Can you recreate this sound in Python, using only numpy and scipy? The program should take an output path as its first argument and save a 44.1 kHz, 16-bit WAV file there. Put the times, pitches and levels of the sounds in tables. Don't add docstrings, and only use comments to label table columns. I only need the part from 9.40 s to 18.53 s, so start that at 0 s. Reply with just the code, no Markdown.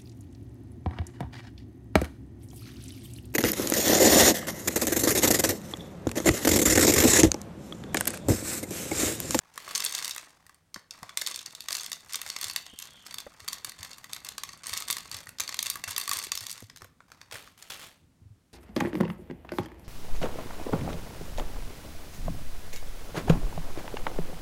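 import sys
import numpy as np
from scipy import signal
from scipy.fft import rfft, irfft
from scipy.io import wavfile
from scipy.ndimage import uniform_filter1d

SR = 44100
rng = np.random.default_rng(int(sys.argv[2]) if len(sys.argv) > 2 else 0)


def master_out(mix):
    frames = np.transpose(np.atleast_2d(mix))
    ceiling = np.clip(frames, -1, 1)
    pcm = np.round(ceiling * 32767).astype(np.int16)
    wavfile.write(sys.argv[1], SR, pcm)


N = 402633

# frequency in Hz, relative density in dB per Hz.
AIR_COLOUR = [(18, -41.5), (30, -17), (70, -3.5), (98, -5), (157, -10.5), (415, -16), (2010, -22.5),
              (2750, -25), (8740, -27.5), (16000, -36.5)]
AIR_DB = -71.5
HUM_HZ, HUM_DB = 160, -78.5
# time in seconds, level in dB before its lumps.
RUMBLE_LEVEL = [(0, -82.5), (2.8, -70.5), (4.2, -65.5), (6.7, -63.5), (7.7, -67.5), (8.58, -69),
                (8.64, -65.5), (8.9, -61), (9.06, -70)]
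# frequency in Hz, relative density in dB per Hz.
RUMBLE_COLOUR = [(20, -23), (42, -5), (95, -0.5), (160, -4), (260, -6), (500, -24.5), (2000, -51.5),
                 (16000, -80.5)]
# start in seconds, length in seconds, strength in dB.
GRIP_SCUFFS = [(0, 0.2, -61.5), (.86, 0.28, -64.5), (1.53, 0.29, -59.5), (3.9, .08, -61.5),
               (4.38, .36, -59), (5.7, 0.074, -55), (6.34, .05, -57.5), (7.66, 0.37, -62.5)]
# frequency in Hz, relative density in dB per Hz.
SCUFF_COLOUR = [(100, -5), (500, -7.5), (1100, 3.5), (1700, -1.5), (3000, -9), (6000, -11), (16000, -24.5)]
# centre in Hz, half width in Hz, usual lift in dB.
WALL_RESONANCES = [(1160, 63, 3.5), (1890, 88, 0), (2693, 93, 4.5), (3510, 330, 2), (4500, 210, 2.5),
                   (5324, 240, 2), (6304, 220, 3), (7030, 170, 2), (8740, 580, 0), (11430, 220, 2),
                   (14300, 530, 5.5)]
# frequency in Hz, time to fall 60 dB in seconds.
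ROOM_DECAY = [(200, 0.5), (1200, 0.37), (4500, 0.26), (9000, 0.14), (16000, 0.3)]
# frequency in Hz, relative level in dB.
ECHO_COLOUR = [(200, 0.5), (700, 3), (1150, -5), (2500, 1), (4500, 1.5), (9000, -0.5), (16000, -3.5)]
# start in seconds, length in seconds, strength in dB.
TURNING_SPELLS = [(0.12, .72, -56), (1.76, 5.45, -56)]
# start in seconds, length in seconds, strength in dB.
HEAP_TUMBLES = [(0.24, .11, -49.5), (0.35, .06, -37), (0.441, 0.02, -36), (0.52, 0.19, -37),
                (0.79, 0.017, -49), (1.51, 0.31, -59.5), (1.868, 0.013, -37), (1.93, 0.091, -49.5),
                (2.31, 0.13, -41), (2.69, 0.42, -45.5), (2.86, 0.25, -46.5), (3.01, 0.03, -35.5),
                (3.08, 0.066, -56), (3.39, 0.055, -50), (3.64, 0.11, -54), (3.99, 0.026, -53.5),
                (4.085, 0.092, -51), (4.255, 0.012, -45), (4.38, 0.1, -48.5), (4.69, 0.054, -50.5),
                (4.84, 0.041, -47.5), (5.04, 0.34, -55.5), (5.22, 0.12, -43), (5.31, 0.088, -39),
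                (5.47, 0.017, -39), (5.57, 0.092, -51.5), (5.715, 0.02, -41), (6.0, 0.0089, -43.5),
                (6.09, 0.028, -48.5), (6.24, 0.037, -40.5), (6.47, 0.017, -35), (6.57, 0.057, -42),
                (6.71, 0.08, -35), (6.83, 0.019, -46.5), (7.0, 0.026, -45), (7.1, 0.086, -49),
                (7.36, 0.032, -60.5)]
TUMBLE_RISE_S, TUMBLE_SAG_DB_PER_S, TUMBLE_SETTLE_DB_PER_S = 0.004, 29.5, 167
JOSTLE_DB, JOSTLE_DB_PER_S = -21.5, 230
# frequency in Hz, relative density in dB per Hz.
HEAP_COLOUR = [(60, -27), (250, -13), (700, -11), (1100, 3), (1480, 2.5), (2000, 4.5), (2900, -0.5),
               (4200, 3), (6500, 3), (9000, 2.5), (10300, -7.5), (12500, -8.5), (16000, -19)]
# frequency in Hz, relative density in dB per Hz.
CONTACT_COLOUR = [(60, -27.5), (300, -18), (800, -15), (1150, -3), (1480, -5), (2000, 0.5), (2900, -4.5),
                  (3700, 2), (6500, 1.5), (9000, 0.5), (10300, -4.5), (12500, -4), (16000, -19)]
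# frequency in Hz, relative density in dB per Hz.
BUMP_COLOUR = [(70, -7), (200, -3.5), (600, -2), (1200, 2), (2100, -0.5), (3500, -16), (9000, -48)]
# pitch in Hz, time to fall 60 dB in seconds, relative level in dB.
DRUM_MODES = [(1148, 0.059, 3), (1270, 0.043, 4), (1944, 0.016, -36.5), (2223, 0.11, -1),
              (3706, 0.021, 3.5), (4713, 0.014, 7.5), (6530, 0.047, 0), (8540, 0.014, -7)]
# time in seconds, ring gain in dB.
HOLLOW_GAIN = [(0, -23), (3.6, -18), (4.2, -14), (6.75, -16), (7.1, -29.5)]
# start in seconds, strength in dB referred to 5 ms,
# hollow lows in dB, bright highs in dB (both set against the usual click).
BEAD_CLICKS = [(0.1768, -33, 7.5, 1.5), (0.2775, -37.5, 14.5, -9), (0.309, -36, 6, -6),
               (0.35, -24, -17, -7), (0.3555, -23.5, -7.5, -2.5), (0.3772, -31.5, -22.5, -2.5),
               (0.4031, -27.5, -16, -1), (0.4225, -30.5, -4.5, -13.5), (0.441, -29, -8.5, 4.5),
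               (0.4481, -23.5, -15.5, 10.5), (0.4613, -24.5, -25.5, -11.5), (0.524, -32.5, -21, 0),
               (0.5482, -28, -34, -4), (0.58, -32.5, -18, 0), (0.6456, -28, -31, -4),
               (0.6784, -30.5, -12, -2), (0.709, -29.5, -24, -4), (0.7618, -35, 9, 9),
               (0.7796, -33.5, -7, -7), (1.0651, -50.5, 3, 4), (1.094, -49.5, 8.5, 0), (1.1444, -56, -4, 8),
               (1.3427, -35, -6.5, -3.5), (1.3599, -38, 13, -6), (1.508, -36, -25.5, -6.5),
               (1.6298, -37.5, 12, 0.5), (1.6924, -39.5, 3, -10.5), (1.7724, -22.5, -8.5, -0.5),
               (1.8137, -29, -27, -8), (1.8179, -28.5, 4, 2), (1.8634, -27.5, -16, -8),
               (1.8716, -27, -14, -3), (1.9433, -34.5, -18, -7), (1.9595, -31.5, -13, -6),
               (1.9903, -36, -25, -10), (2.0602, -34, -18, -8), (2.15, -38, -11, -2.5),
               (2.2054, -36, -18, -2.5), (2.285, -28, -3.5, -4), (2.3064, -30.5, -4.5, -6),
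               (2.3273, -26, -16, -1.5), (2.3506, -27.5, -11, -7), (2.3677, -32.5, -23, 2.5),
               (2.396, -35.5, -26, -16), (2.4433, -36.5, -13, -9), (2.4625, -35, -18, -6),
               (2.5171, -30.5, 1.5, 1), (2.5297, -30, -15, -4), (2.7335, -31.5, -13, 4.5),
               (2.7435, -28, -5, -13.5), (2.7557, -27.5, -18.5, 1.5), (2.8152, -31.5, -6, 1),
               (2.8631, -36, 5, -4), (2.9003, -29, -11.5, -8), (2.963, -30, 0.5, -8),
               (3.031, -34, -15.5, -6), (3.0977, -31.5, -4.5, -4), (3.1611, -23.5, -6.5, -1),
               (3.2645, -41.5, -7, -8), (3.388, -35.5, -13.5, 2), (3.4238, -37, -18, -3),
               (3.6647, -40, -2.5, -2), (3.709, -40.5, -4, -5), (3.7418, -34, 1, 4.5),
               (3.7835, -32.5, -7, 0.5), (3.8022, -39, -3, -1), (4.0784, -31.5, -2, 3.5),
               (4.0842, -28.5, -6.5, 2), (4.1243, -42, 1, 0), (4.13, -29.5, -10, 3), (4.246, -29.5, 1, 5.5),
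               (4.2938, -37.5, -7, 3), (4.4297, -35, -1, 0), (4.448, -39.5, 1, 1), (4.513, -43, -7, -9),
               (4.5313, -41.5, -17, -6), (4.5818, -44.5, 1, 3), (4.6423, -40, 3.5, 0.5),
               (4.7319, -30, -11, 0), (4.763, -38, -3, -1), (4.847, -39, -5, 6), (4.8876, -32.5, -12, -1),
               (4.9804, -31.5, -1.5, -3), (5.0343, -30.5, -1.5, 0.5), (5.0903, -40, -5.5, -7),
               (5.132, -43, -2, -4), (5.268, -31, -8, -2), (5.2942, -33.5, -1.5, 1.5),
               (5.3354, -29, -18, 0), (5.3743, -27.5, -23, 1.5), (5.422, -34, -5, -7),
               (5.501, -24.5, -2, -3.5), (5.5081, -24, -17, 8.5), (5.5264, -26.5, -15, -2.5),
               (5.5674, -31, 0, 2), (5.583, -34.5, -7, -2), (5.7144, -34, -10, -4.5),
               (5.7448, -38.5, 6, -17), (5.8696, -40.5, 12.5, -3), (5.8907, -39.5, -0.5, 3),
               (5.985, -38.5, -7, -6), (5.9984, -27.5, -3, 1), (6.0031, -24, -1.5, 1.5),
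               (6.0773, -33.5, -13.5, -11.5), (6.0912, -31, 0, -3.5), (6.1242, -36, -2, -13),
               (6.1425, -31, -2, -4), (6.168, -42, -8.5, 4), (6.19, -23, -8.5, -6.5),
               (6.2272, -25.5, -12.5, 3), (6.2583, -36, -8, 2), (6.2662, -28, -6.5, -2),
               (6.2998, -23.5, -10, 7.5), (6.356, -33, 7.5, 8.5), (6.4385, -29, 3, -2),
               (6.481, -35, 17, 12), (6.563, -27.5, -11, -3), (6.5796, -23.5, -3, 8),
               (6.6122, -30.5, -5, 4), (6.6768, -29, -3, 1), (6.693, -26, -3.5, 2.5),
               (6.7131, -26.5, -1, -3), (6.733, -29, -32, 12), (6.7698, -30.5, -29, 3), (6.838, -33, -5, 3),
               (6.918, -23, -6, -5), (6.9525, -30.5, -8, -1), (6.9741, -29, -8, -2),
               (7.0666, -32.5, -15, -2.5), (7.0958, -36, -11, -4), (7.1039, -38, -17, -3),
               (7.113, -33.5, -17, 3), (7.127, -37.5, -15, 2), (7.2979, -44, -1, -11),
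               (7.3604, -45.5, 2, 0), (7.3716, -46.5, -2, -2), (7.419, -42, 13, 0), (7.444, -47, 12, 6),
               (7.604, -48.5, 21, -12), (7.7176, -44.5, 9, -6), (7.814, -43.5, 2, -9), (7.912, -42, 4, -7),
               (7.955, -39, 12, -3), (8.0747, -48.5, 9, -31), (8.224, -42, -5, -4)]
# start in seconds, length in seconds, strength in dB.
STAND_SLIDES = [(0.19, 0.15, -52), (0.27, 0.17, -47), (0.5, 0.12, -55), (7.915, 0.028, -41.5),
                (8.0, 0.072, -57), (8.17, 0.12, -56), (8.297, 0.0083, -38), (8.39, 0.049, -45.5)]
SLIDE_RISE_S, SLIDE_SAG_DB_PER_S, SLIDE_STOP_DB_PER_S = 0.0056, 12.5, 173
# frequency in Hz, relative density in dB per Hz.
SCRAPE_COLOUR = [(60, -2), (300, -5), (700, 1), (1700, 2), (2700, 3.5), (4500, 0), (8000, -3.5),
                 (10300, -6.5), (13500, -9.5), (16000, -15.5)]
# start in seconds, strength in dB.
HAND_THUMPS = [(1.356, -54), (1.629, -56), (3.054, -49), (3.334, -57.5), (4.019, -51.5), (4.396, -46),
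               (5.315, -47), (5.494, -53), (5.743, -45.5), (5.877, -50), (5.998, -54), (6.255, -55),
               (6.474, -43.5), (6.699, -54), (6.76, -51), (7.012, -48.5), (7.23, -44), (7.422, -47),
               (7.932, -49), (8.30, -56), (8.625, -58), (8.816, -48.5), (8.856, -44.5), (8.904, -43)]
# start in seconds, strength in dB, pitch in Hz.
STAND_KNOCKS = [(1.36, -38, 596), (1.363, -38.5, 215), (1.634, -37, 726), (1.626, -39, 182),
                (2.306, -37, 665), (3.047, -48, 483), (3.333, -41.5, 229), (3.866, -32, 570),
                (3.868, -40.5, 285), (6.868, -41.5, 395), (7.224, -36.5, 240), (7.419, -40, 388),
                (7.447, -43, 513), (7.954, -42, 650)]
# start in seconds, length in seconds, level in dB, first pitch in Hz, last pitch in Hz.
AXLE_RUBS = [(3.215, 0.37, -58.5, 2920, 3426), (3.499, 0.22, -61.5, 3410, 3050)]
EDGE_HZ = 16500


def amp(db):
    return 10 ** (np.asarray(db) / 20)


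def unit(x):
    return x / np.sqrt(np.sum(x ** 2) + 1e-20)


def read(points, hz):
    f, value = np.transpose(points)
    return np.interp(np.log(hz + 1), np.log(f), value)


def add(mix, s, sound):
    part = mix[max(round(s * SR), 0):][:len(sound)]
    part += sound[:len(part)]


def follow(curve):
    return amp(np.interp(np.arange(N) / SR, *np.transpose(curve)))


def dying(t, t60):
    return np.exp(-np.log(1000) * t / t60)


def noise(colour):
    spectrum = rfft(rng.standard_normal(N))
    gain = amp(read(colour, np.fft.rfftfreq(N, 1 / SR)))
    return unit(irfft(spectrum * gain, N)) * np.sqrt(N)


def background():
    hum = np.sqrt(2) * np.sin(2 * np.pi * HUM_HZ * np.arange(N) / SR)
    return amp(AIR_DB) * noise(AIR_COLOUR) + amp(HUM_DB) * hum


def rumble(lump_db=3.0, lumps_per_s=22):
    lumps = np.interp(np.arange(N) / SR * lumps_per_s, np.arange(SR), rng.standard_normal(SR))
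    return follow(RUMBLE_LEVEL) * amp(lump_db * lumps) * noise(RUMBLE_COLOUR)


def causal(db_at, size=1024):
    log_gain = np.log(amp(db_at(abs(np.fft.fftfreq(size, 1 / SR)))))
    return np.fft.ifft(np.exp(signal.hilbert(log_gain).conj())).real


def contact(colour, low_db, high_db, t60, rise_s, wall=1, spot_db=4, treble_hz=7500, treble_life=0.87,
            size=1024):
    t, hz = np.arange(size) / SR, np.fft.rfftfreq(size, 1 / SR)
    modes = rng.standard_normal(size)
    treble = irfft(rfft(modes) * (hz > treble_hz), size)
    free = np.maximum(t - rng.uniform(.0003, .0022), 0)
    shell = (modes - treble) * dying(free, t60) + treble * dying(free, t60 * treble_life)
    shell = shell * (1 - np.exp(-(t / rise_s) ** 2))
    broad_db = 10 * np.log10(uniform_filter1d(abs(rfft(shell)) ** 2, size=31) + 1e-9)
    tilt = [(1700, low_db), (3000, 0), (6500, 0), (9000, high_db)]  # Hz, dB
    spot = np.zeros(len(hz))
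    for centre, width, lift_db in WALL_RESONANCES:
        peak_db = wall * lift_db + spot_db * rng.standard_normal()
        spot += peak_db / (1 + ((hz - centre) / width) ** 2)
    shape = causal(lambda f: read(colour, f) + read(tilt, f) + np.interp(f, hz, spot - broad_db))
    return unit(signal.fftconvolve(shell, shape)[:size])


def grains(level, colour, per_s, spread_db, vary_db, t60, wall=1, count=36):
    happens = rng.random(N) < per_s / SR
    size = amp(spread_db * np.minimum(rng.exponential(1, N), 3)) * happens
    size = size / np.sqrt(uniform_filter1d(size ** 2, size=1500) + np.mean(size ** 2) / 10)
    blows, spot, out = size * level, rng.integers(0, count, N), np.zeros(N)
    for k in range(count):
        low_db, high_db = vary_db * rng.standard_normal(2)
        blow = contact(colour, low_db, high_db, t60, rise_s=0.00026, wall=wall)
        out += signal.oaconvolve(blows * (spot == k), blow)[:N]
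    return out


def pushes(rows, rise_s, sag_db_per_s, stop_db_per_s):
    t, power = np.arange(2 * N) / SR, np.zeros(N)
    for s, length, db in rows:
        age = t[:int((length + .6) * SR)]
        fall_db = sag_db_per_s * np.minimum(age, length) + stop_db_per_s * np.maximum(age - length, 0)
        add(power, s, (np.minimum(age / rise_s, 1) * amp(db - fall_db)) ** 2)
    return np.sqrt(power)


def scuffs():
    level = pushes(GRIP_SCUFFS, rise_s=.01, sag_db_per_s=13.5, stop_db_per_s=143.5)
    return grains(level, SCUFF_COLOUR, per_s=250, spread_db=5, vary_db=-0.5, t60=.02, wall=0, count=12)


def tail(first_s=0.0051):
    size = SR * 3 // 5
    present = (rng.random(size) < 4000 / SR) * (np.arange(size) > first_s * SR)
    taps = rng.standard_normal(size) * present
    hz, t, bands = signal.stft(taps, SR, nperseg=256)
    bands = bands * dying(t, read(ROOM_DECAY, hz)[:, None]) * amp(read(ECHO_COLOUR, hz))[:, None]
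    return unit(signal.istft(bands, SR, nperseg=256)[1])


def room(x, wet_db=-11, shift_per_s=3.1, count=4):
    angle = np.pi * shift_per_s * np.arange(N) / SR
    echo = np.zeros(N)
    for k in range(count):
        path = np.sqrt(2 / count) * np.cos((1 + k // 2) * angle + k * np.pi / 2)
        echo += signal.oaconvolve(x * path, tail())[:N]
    return x + amp(wet_db) * echo


def stirring():
    creep = pushes(TURNING_SPELLS, rise_s=0.033, sag_db_per_s=3.5, stop_db_per_s=112)
    tumble = pushes(HEAP_TUMBLES, TUMBLE_RISE_S, TUMBLE_SAG_DB_PER_S, TUMBLE_SETTLE_DB_PER_S)
    jostles = [(s, 0, db + JOSTLE_DB) for s, db, _, _ in BEAD_CLICKS]
    jostle = pushes(jostles, rise_s=.004, sag_db_per_s=0, stop_db_per_s=JOSTLE_DB_PER_S)
    return np.sqrt(creep ** 2 + tumble ** 2 + jostle ** 2)


def moving(stir, rest_db=-66):
    return stir ** 2 / (stir ** 2 + amp(rest_db) ** 2)


def heap(stir, level_db=-2):
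    level = amp(level_db) * stir
    return grains(level, HEAP_COLOUR, per_s=260, spread_db=2.5, vary_db=3.5, t60=0.018, wall=.55)


def strays(stir, level_db=-48, growth=0.98, usual_db=-48):
    level = amp(level_db) * (stir / amp(usual_db)) ** growth * moving(stir)
    return grains(level, CONTACT_COLOUR, per_s=36, spread_db=3, vary_db=4, t60=.012)


def bumps(stir, level_db=-46, growth=0.21):
    level = amp(level_db) * stir ** growth * moving(stir)
    return grains(level, BUMP_COLOUR, per_s=60, spread_db=8, vary_db=4.5, t60=0.043, wall=0)


def drum(x):
    t = np.arange(SR // 8) / SR
    ring = np.zeros(len(t))
    for hz, t60, db in DRUM_MODES:
        ring += amp(db) * unit(np.sin(2 * np.pi * hz * t) * dying(t, t60))
    return x + follow(HOLLOW_GAIN) * signal.oaconvolve(x, unit(ring))[:N]


def clicks(level_db=0, usual_low_db=-7, usual_high_db=-1.5, t60=.013):
    out = np.zeros(N)
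    attack_samples = .005 * SR
    for s, db, low_db, high_db in BEAD_CLICKS:
        blow = contact(CONTACT_COLOUR, low_db - usual_low_db, high_db - usual_high_db, t60, rise_s=.0005)
        add(out, s, amp(db + level_db) * np.sqrt(attack_samples) * blow)
    return out


def scrape(level_db=0):
    level = amp(level_db) * pushes(STAND_SLIDES, SLIDE_RISE_S, SLIDE_SAG_DB_PER_S, SLIDE_STOP_DB_PER_S)
    return grains(level, SCRAPE_COLOUR, per_s=1100, spread_db=4.5, vary_db=4.5, t60=0.0093, wall=0)


def thumps(thump_hz=88, swell_s=0.0093):
    out, t = np.zeros(N), np.arange(SR // 5) / SR
    swell = t / swell_s * np.exp(1 - t / swell_s)
    for s, db in HAND_THUMPS:
        hz = thump_hz * rng.uniform(0.93, 1.2)
        add(out, s, amp(db) * swell * np.sin(2 * np.pi * hz * t))
    return out


def knocks(t60=0.03, snap_db=-7, overtone=2.8, snap_t60=0.012, note_db=-3, clatter_db=12, clatter_t60=0.031):
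    out, t = np.zeros(N), np.arange(SR // 10) / SR
    for s, db, hz in STAND_KNOCKS:
        angle = 2 * np.pi * hz * t
        note = np.sin(angle) * dying(t, t60)
        snap = amp(snap_db) * np.sin(overtone * angle) * dying(t, snap_t60)
        add(out, s, amp(db + note_db) * (note + snap))
        body = [(hz / 4, -10), (hz, 0), (2 * hz, -5), (8 * hz, -32)]  # Hz, dB
        clatter = contact(body, 0, 0, clatter_t60, rise_s=0.0015, wall=0, size=2048)
        add(out, s, amp(db + clatter_db) * clatter)
    return out


def axle(width_hz=460, stutter_db=3):
    out, r = np.zeros(N), np.exp(-np.pi * width_hz / SR)
    for s, length, db, first_hz, last_hz in AXLE_RUBS:
        u = np.linspace(0, 1, int(length * SR))
        grip = amp(stutter_db * np.interp(u, np.linspace(0, 1, 30), rng.standard_normal(size=30)))
        friction = rng.standard_normal((len(u), 2)) @ [1, 1j]
        band = signal.lfilter([1], [1, -2 * r, r * r], friction)
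        glide_hz = first_hz + (last_hz - first_hz) * u
        squeak = (band * np.exp(2j * np.pi * np.cumsum(glide_hz) / SR)).real
        swell = np.sqrt(u * (1 - u))
        add(out, s, amp(db) * np.sqrt(len(u)) * unit(squeak * grip * swell))
    return out


def scene():
    stir = stirring()
    beads = drum(clicks() + heap(stir) + strays(stir))
    toy = beads + scrape() + scuffs() + bumps(stir) + axle()
    return (room(toy) + knocks() + thumps() + rumble() + background())[None]


def record(dry):
    low_pass = signal.firwin(255, EDGE_HZ, window=("kaiser", 9), fs=SR)
    return signal.oaconvolve(dry, low_pass[None], "same")


dry = scene()
out = record(dry)
master_out(out)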